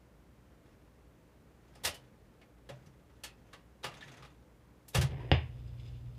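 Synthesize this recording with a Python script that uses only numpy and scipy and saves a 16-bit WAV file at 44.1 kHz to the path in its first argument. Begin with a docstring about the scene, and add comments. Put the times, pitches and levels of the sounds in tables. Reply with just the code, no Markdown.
"""In a small room, one microphone hears a jukebox load a disc.
Under its glass dome latches, levers and the clamp strike: ringing steel in scattered noise, over the whirr of the gears.
The amplifier comes alive with bass thumps, damped cabinet modes; a rough brush scrape (shaped noise) starts and runs
on under the pop of the landing stylus, an impulse through the loudspeaker cone.
Mains hum (sines) and faint groove noise (shaped hiss) carry on."""
import sys
import numpy as np
from scipy import signal
from scipy.fft import rfft, irfft, next_fast_len
from scipy.io import wavfile
from scipy.ndimage import map_coordinates

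SR = 44100
rng = np.random.default_rng(int(sys.argv[2]) if len(sys.argv) > 2 else 0)


def store_pcm(level_fs):
    """Save levels as 16-bit WAV."""
    pcm = np.round(np.clip(level_fs, -1, 1) * 32767).astype(np.int16)
    wavfile.write(sys.argv[1], SR, np.atleast_2d(pcm).T)


N = 272538
TIME = np.arange(N) / SR
TAIL = np.arange(SR // 2) / SR  # half a second for one strike, boom or pop to die away

# room tone: [f/Hz, relative level/dB per Hz]
ROOM_TONE_SPECTRUM = [(12, -57), (20, -47), (40, -7), (59, 1.5), (87, -8), (129, -8.5), (171, -6.5),
                      (306, -13), (382, -14), (491, -13.5), (746, -22), (811, -21.5), (4430, -39),
                      (14300, -43), (15500, -44)]
# reverberation of the small room: [f/Hz, t60/s]
ROOM_DECAY = [(100, 0.32), (500, 0.19), (1300, 0.29), (2700, 0.3), (4000, 0.23), (5500, 0.22),
              (10000, 0.16)]
# slightly unsteady hum of the transformer: [harmonic, level/dB]
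TRANSFORMER_HUM = [(1, -69.5), (2, -71.5), (5, -75.5)]
# whirr of the gear teeth: [f/Hz, relative level/dB per Hz]
GEAR_SPECTRUM = [(100, 1), (300, 8.5), (600, 2), (1200, 2), (2000, -1), (3500, -10.5), (7000, -16),
                 (14000, -50)]
# cam strokes that load the motor: [start t/s, length/s, gear whirr/dB, cabinet drone/dB, rattle/dB]
CAM_STROKES = [(.63, 0.098, -73, -69.5, -83), (1.602, 0.44, -71.5, -67.5, -74.5),
               (2.683, .19, -72.5, -53, -74), (3.05, 0.51, -75.5, -76.5, -72.5),
               (3.862, 0.36, -61, -60, -56)]
# loose parts that rattle under load: [f/Hz, level/dB, top edge/dB, prominence of the pitch/dB]
LOOSE_PARTS = [(1860, -3, -15, 8), (3510, -1, -12, 7), (6500, -2, -14, 12.5), (10300, -17.5, -16, 19)]
# ringing of the steel frame: [f/Hz, level/dB, t60/s]
STEEL_MODES = [(362, 0.5, 0.063), (437, -8.5, 0.17), (521.3, 2.5, 0.14), (583, -10.5, 0.32),
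               (644, -10, 0.26), (832.7, 0, 0.19), (966, -9.5, 0.33), (1247, -5, 0.21), (1737, 0.5, 0.14),
               (1914, -4, 0.21), (2240, -9.5, 0.058), (2390, -1.5, 0.066), (2500, -11, 0.25),
               (2740, -1, 0.17), (2827, -2, 0.1), (3330, -2, 0.14), (3960, -15, 0.23), (4610, -3.5, 0.089),
               (5200, -4.5, 0.066), (9540, -9, 0.13), (10100, -19, 0.1), (10100, -11, .17)]
# scattered noise of a steel contact: [f/Hz, relative level/dB per Hz]
CLATTER_SPECTRUM = [(60, -46), (150, -3), (300, -9), (600, 2.5), (1000, -3), (1800, -3.5), (3000, -2),
                    (5000, -3.5), (7500, -6), (10000, -6), (15000, -14.5)]
# decay under the glass dome: [f/Hz, t60/s]
DOME_DECAY = [(150, 0.54), (600, 0.24), (2500, 0.2), (6000, 0.15), (14000, 0.11)]
# single ticks and clicks, of levers and, at 5.2 s, of the brush:
# [t/s, level/dB, low knock/dB, top edge/dB, pitch of the part f/Hz, its prominence/dB]
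SINGLE_CLICKS = [(1.749, -62, 13, -1, 5030, 10), (1.940, -52.5, -9, 2.5, 2970, 10.5),
                 (2.411, -59.5, -1, -15, 2220, 11.5), (2.688, -47.5, 7, -11.5, 570, 11),
                 (2.858, -66.5, -11, -2, 6000, 10), (3.234, -39, -14, -2.5, 2600, 5),
                 (3.528, -48, -4, -12.5, 1135, 12), (4.005, -47, -23, -23, 3680, 10.5),
                 (4.020, -48, -24, -23, 1790, 16), (4.221, -48.5, -10.5, -18.5, 1190, 11),
                 (4.879, -61.5, -14, 13, 12000, 10.5), (5.010, -33, -2.5, -3.5, 1990, 3),
                 (5.103, -50.5, -13, -25, 450, -2), (5.200, -59, 1, -21, 1000, 19)]
# latches that graze, slam and rebound, with a bass thud just after the slam; at 4.95 s it comes from the
# loudspeaker: [slam t/s, level/dB, low knock/dB, top edge/dB, rise/s, pitch of the part f/Hz,
# its prominence/dB, graze against the slam/dB, bass thud/dB, extra in its deep modes/dB]
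LATCH_CLUNKS = [(1.846, -26.5, -11.5, -1, 0.0044, 5200, 2, -16.5, -51, 13),
                (3.841, -34, -5, -13, .0021, 1176, 12, -12, -47, -6),
                (4.944, -27, -1, -4.5, 0.006, 362, 10.5, -27, -23, -8)]
# bass modes of the cabinet, the two deep ones first: [f/Hz, level/dB, t60/s]
CABINET_MODES = [(80.3, -4, 0.32), (96.9, 0, 0.15), (128.1, 1.5, 0.23), (137.2, -11, 0.52)]
# hum of the amplifier: [harmonic, level/dB before the loudspeaker's level]
AMPLIFIER_HUM = [(1, -49.5), (2, -45), (4, -67.5), (5, -78.5)]
# rumble of the turntable: [f/Hz, relative level/dB per Hz]
RUMBLE_SPECTRUM = [(20, -27), (45, -5), (75, -8), (105, -7), (140, -8.5), (190, -31.5), (300, -37.5),
                   (600, -39.5), (1500, -63)]
# bass thumps: [t/s, level/dB, extra in the deep modes/dB, rise/s, delay of the swing back/s]
BASS_THUMPS = [(4.984, -23, 3.5, 0.0035, 0.14), (5.034, -20.5, -19, 0.0069, .109),
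               (5.321, -21.5, 4.5, 0.0027, .053)]
# resonances of the loudspeaker cone: [f/Hz, width/Hz, level/dB]
CONE_RESONANCES = [(149, 43, -2.5), (346, 165, 6.5), (744, 316, 3.5), (1100, 200, -2), (1790, 554, -4.5),
                   (2930, 645, -1.5), (3630, 150, -1), (4020, 360, -11), (5060, 330, -21)]
# treble gain of the cone, a lift near 5 kHz, then a steep fall: [f/Hz, gain/dB]
CONE_TREBLE = [(2500, -2.5), (3600, -6), (4500, -9.5), (5100, 8), (6000, -2), (8000, -12), (10000, -35),
               (15000, -53)]
# scrape of the brush, ahead of the cone: [f/Hz, relative level/dB per Hz]
BRUSH_SPECTRUM = [(100, 5), (330, 2.5), (450, 2.5), (750, -1.5), (1400, -3), (1900, 0), (3000, -6.5),
                  (6000, -10)]
# hiss of the groove, lifted where the pickup resonates: [f/Hz, relative level/dB per Hz]
GROOVE_SPECTRUM = [(300, -24), (1500, -16), (2300, 1), (2900, 3.5), (3600, -2), (4300, -4), (5600, -13.5),
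                   (8000, -14), (11000, -31)]
# resonances of the stylus: [f/Hz, width/Hz, level/dB]
STYLUS_RESONANCES = [(3520, 78, 5.5), (5030, 120, 11)]

MAINS_HZ = 59.7
IDLE_DB = -75  # the gears running free
LOAD_RISE_S, LOAD_FALL_S = 0.014, 0.068  # how fast a stroke takes up and sheds its load
RATTLE_PER_S = 11  # average ticks of each loose part
CLICK_RISE_S = 0.004
GRAZE_S, GRAZE_HZ = 0.013, 3800  # the catch slides just ahead of the slam
REBOUND_S, REBOUND_DB, REBOUND_HZ = 0.025, -16, 2840  # the latch falls back once; level against the slam
UNMUTE_S, UNMUTE_RISE_S = 4.94, 0.024
SWING_DB = -15  # the swing back, against its thump
TOP_HZ = 15450  # band limit of the recorder


def amp(db):
    """Decibels to gain."""
    return 10 ** (np.asarray(db) / 20)


def unit(x):
    """Scale to rms 1."""
    return x / np.sqrt(np.mean(x ** 2) + 1e-20)


def along(points, hz):
    """Read (f/Hz, value) points on a log frequency axis."""
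    f, v = np.transpose(points)
    return np.interp(np.log(hz + 1), np.log(f + 1), v)


def wobble(rate):
    """A smooth random curve in time, rate knots a second."""
    knots = rng.standard_normal(int(N * rate / SR) + 4)
    return map_coordinates(knots, [TIME * rate])


def ripple(hz, spacing_hz):
    """A smooth random curve over frequency; its bends widen towards the treble."""
    knots = rng.standard_normal(512)
    return map_coordinates(knots, [np.log1p(hz / (8 * spacing_hz)) * 40], mode="mirror")


def gate(start, length, rise, fall):
    """Exponential attack from start, release once length has passed."""
    since = np.maximum(TIME - start, 0)
    return (1 - np.exp(-since / rise)) * np.exp(-np.maximum(since - length, 0) / fall)


def filtered(x, response):
    """Pass x through a response given as a function of frequency."""
    m = next_fast_len(len(x) + 8192)
    return irfft(rfft(x, m) * response(np.fft.rfftfreq(m, 1 / SR)), m)[:len(x)]


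def noise(spectrum, count=N):
    """Coloured noise of rms 1."""
    return unit(filtered(rng.standard_normal(count), lambda hz: amp(along(spectrum, hz))))


def dying(x, times):
    """Let each frequency of x die at its own speed."""
    hz, t, z = signal.stft(x, SR, nperseg=256)
    decay = amp(-60 * t / along(times, hz)[:, None])
    return signal.istft(z * decay, SR, nperseg=256)[1][:len(x)]


def resonance(hz, centre, width):
    """Complex gain of one resonance, 1 at its centre."""
    return 1j * hz * width / (centre ** 2 - hz ** 2 + 1j * hz * width)


def modes(table):
    """One damped complex vibration for each (f/Hz, level/dB, t60/s) row."""
    return np.array([amp(db - 60 * TAIL / t60) * np.exp(2j * np.pi * hz * TAIL) for hz, db, t60 in table])


def add(track, s, sound):
    """Mix a sound in at time s."""
    part = track[round(s * SR):][:len(sound)]
    part += sound[:len(part)]


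def mains(harmonics):
    """Harmonics of the mains, each slightly unsteady in level."""
    hum = np.zeros(N)
    for k, db in harmonics:
        level = np.sqrt(2) * amp(db + 0.77 * wobble(13))
        hum += level * np.sin(2 * np.pi * (round(k) * MAINS_HZ * TIME + rng.random()))
    return hum


def background(room_db=-61.5):
    """Room tone, barely wavering noise, and the slightly unsteady hum of the transformer."""
    return amp(room_db + 0.13 * wobble(5.5)) * noise(ROOM_TONE_SPECTRUM) + mains(TRANSFORMER_HUM)


def gears(rough_db=2.0, drone_hz=132, drone_width_hz=30):
    """While a cam lifts its load the gears whirr louder, the cabinet drones and loose parts rattle."""
    loads = np.zeros((3, N))
    for s, length, *levels in CAM_STROKES:
        loads += np.outer(amp(levels), gate(s, length, LOAD_RISE_S, LOAD_FALL_S))
    whirr, drone, shake = loads
    teeth = np.hypot(amp(IDLE_DB), whirr) * amp(rough_db * wobble(90)) * noise(GEAR_SPECTRUM)
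    panel = unit(filtered(rng.standard_normal(N), lambda hz: resonance(hz, drone_hz, drone_width_hz) ** 2))
    return teeth + drone * panel + rattle(shake)


def rattle(load, scatter_db=4.5, knock_db=-8, rise=0.0032):
    """Each loose part ticks at uneven intervals and strengths, harder under more load."""
    out, frame = np.zeros(N), modes(STEEL_MODES)
    for hz, db, edge_db, part_db in LOOSE_PARTS:
        chance = rng.standard_normal((256, 2))  # columns: timing, strength
        slots = np.arange(len(chance)) + rng.random() + 0.3 * chance[:, 0]
        at = np.abs(slots * SR / RATTLE_PER_S).astype(int)
        ticks = load * np.bincount(at, amp(db + scatter_db * chance[:, 1]), N)[:N]
        out += signal.fftconvolve(ticks, strike(frame, knock_db, edge_db, rise, hz, part_db))[:N]
    return out


def strike(frame, knock_db, edge_db, rise, part_hz, part_db, level_db=2.0, ring_db=-12, crack_db=-2,
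           crack_t60=0.065, knock_hz=800, edge_hz=5000, sharpness=16, ripple_db=1.0, spacing_hz=500):
    """One steel contact rings its part and the frame and scatters in the dome, so it swells for milliseconds."""
    scatter = dying(noise(CLATTER_SPECTRUM, count=len(TAIL)), DOME_DECAY)
    count = len(STEEL_MODES)
    strengths = amp(rng.normal(0, 1, count)) * np.exp(2j * np.pi * rng.random(count))
    ring = amp(ring_db) * (strengths @ frame).imag
    # cubed noise: the first reflections are still separate spikes
    spikes = rng.standard_normal(len(TAIL)) ** 3
    spikes = unit(filtered(spikes, lambda hz: amp(along(CLATTER_SPECTRUM, hz))))
    crack = amp(crack_db - 60 * TAIL / crack_t60) * spikes

    def colour(hz):
        # heavy parts knock low, small hard ones have a bright edge
        knock = knock_db / (1 + (hz / knock_hz) ** 2)
        edge = edge_db * hz ** 3 / (hz ** 3 + edge_hz ** 3)
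        part = 1 + (amp(part_db) - 1) * resonance(hz, part_hz, part_hz / sharpness)
        # every point of impact favours other groups of modes
        return part * amp(knock + edge + ripple_db * ripple(hz, spacing_hz))

    swell = 1 - np.exp(-(TAIL / rise) ** 2)
    return amp(level_db) * swell * filtered(scatter + ring + crack, colour)


def clicks():
    """Single contacts, faint to loud, each struck once."""
    out, frame = np.zeros(N), modes(STEEL_MODES)
    for s, db, knock_db, edge_db, part_hz, part_db in SINGLE_CLICKS:
        add(out, s, amp(db) * strike(frame, knock_db, edge_db, CLICK_RISE_S, part_hz, part_db))
    return out


def clunks(thud_lag_s=0.00716, thud_rise_s=0.0093, graze_edge_db=5, rebound_edge_db=6):
    """A latch grazes its catch, slams home and rebounds, graze and rebound brighter; a bass thud follows the slam."""
    out, frame = np.zeros(N), modes(STEEL_MODES)
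    for s, db, knock_db, edge_db, rise, part_hz, part_db, graze_db, thud_db, deep_db in LATCH_CLUNKS:
        graze = strike(frame, knock_db=3, edge_db=edge_db + graze_edge_db,
                       rise=0.0066, part_hz=GRAZE_HZ, part_db=10.5)
        slam = strike(frame, knock_db, edge_db, rise, part_hz, part_db)
        rebound = strike(frame, knock_db=2.5, edge_db=edge_db + rebound_edge_db,
                         rise=0.0013, part_hz=REBOUND_HZ, part_db=10.5)
        add(out, s - GRAZE_S, amp(db + graze_db) * graze)
        add(out, s, amp(db) * slam)
        add(out, s + REBOUND_S, amp(db + REBOUND_DB) * rebound)
        add(out, s + thud_lag_s, amp(thud_db) * boom(deep_db, thud_rise_s))
    return out


def boom(deep_db, rise):
    """One push, from a latch or the loudspeaker, sets the cabinet's bass modes booming."""
    box = modes(CABINET_MODES).imag
    both = amp(deep_db) * box[:2].sum(axis=0) + box[2:].sum(axis=0)
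    return both * (1 - np.exp(-TAIL / rise))


def loudspeaker(rumble_db=-49, level_db=-1.6):
    """Once unmuted, the amplifier plays its own hum and the turntable's rumble."""
    awake = 1 - np.exp(-np.maximum(TIME - UNMUTE_S, 0) / UNMUTE_RISE_S)
    return amp(level_db) * awake * (mains(AMPLIFIER_HUM) + amp(rumble_db) * noise(RUMBLE_SPECTRUM))


def thumps():
    """The waking amplifier and the landing stylus push the cone, which swings back more weakly."""
    out = np.zeros(N)
    for s, db, deep_db, rise, swing_s in BASS_THUMPS:
        push = amp(db) * boom(deep_db, rise)
        add(out, s, push)
        add(out, s + swing_s, amp(SWING_DB) * push)
    return out


def cone(x):
    """The loudspeaker: broad resonances of alternating sign, a lift near 5 kHz, then a steep fall."""
    def response(hz):
        peaks = sum((-1) ** k * amp(db) * resonance(hz, centre, width)
                    for k, (centre, width, db) in enumerate(CONE_RESONANCES))
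        return peaks * amp(along(CONE_TREBLE, hz))
    return filtered(x, response)


def brush(start_s=5.08, length_s=0.17, rise_s=0.015, fall_s=0.14, level_db=-52.0, rough_db=3):
    """Rough scraping noise starts before the pop and fades out under and after it, coloured by the loudspeaker."""
    scrape = unit(cone(noise(BRUSH_SPECTRUM) * amp(rough_db * wobble(220))))
    return amp(level_db) * gate(start_s, length_s, rise_s, fall_s) * scrape


def stylus(land_s=5.3157, pop_db=-14, room_db=2.0, early_gain=2.2, early_s=0.0016, absorb_hz=8000):
    """The stylus lands with one sharp pop from the loudspeaker; cabinet and room answer, a little duller."""
    pop = cone(1. * (TAIL == 0))
    pop *= amp(pop_db) / np.abs(pop).max()  # pop_db is the peak level
    walls = dying(rng.standard_normal(len(TAIL)), ROOM_DECAY)
    walls *= 1 + early_gain * np.exp(-TAIL / early_s)  # stronger early reflections
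    walls = filtered(walls / np.linalg.norm(walls), lambda hz: 1 / (1 + 1j * hz / absorb_hz))
    answer = amp(room_db) * signal.fftconvolve(pop, walls)[:len(TAIL)]
    out = np.zeros(N)
    add(out, land_s, pop + answer)
    return out


def groove(start_s=5.33, level_db=-76, rough_db=2, worn_s=5.82, worn_width_s=0.12, worn_db=8,
           scuff_db=3.0, scuffs_per_s=35):
    """The stylus rubs unevenly along the lead-in groove, harder over a worn patch, and sings at its resonances."""
    def sing(hz):
        return 1 + sum(amp(db) * resonance(hz, centre, width) for centre, width, db in STYLUS_RESONANCES)
    rub = unit(filtered(noise(GROOVE_SPECTRUM) * amp(rough_db * wobble(330)), sing))
    worn = worn_db * np.exp(-((TIME - worn_s) / worn_width_s) ** 2)
    friction_db = worn + scuff_db * wobble(scuffs_per_s)
    return amp(level_db + friction_db) * rub * (TIME > start_s)


def scene():
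    """All sources at one microphone."""
    mechanism = gears() + clicks() + clunks()
    playback = loudspeaker() + thumps() + brush() + stylus() + groove()
    return (background() + mechanism + playback)[None]


def record(dry, low_cut_hz=34):
    """The microphone loses the deepest bass, and the recorder keeps nothing above its band limit."""
    lean = filtered(dry[0], lambda hz: hz ** 4 / (hz ** 4 + low_cut_hz ** 4))
    return filtered(lean, lambda hz: 1 / np.sqrt(1 + (hz / TOP_HZ) ** 300))[None]


dry = scene()
out = record(dry)
store_pcm(out)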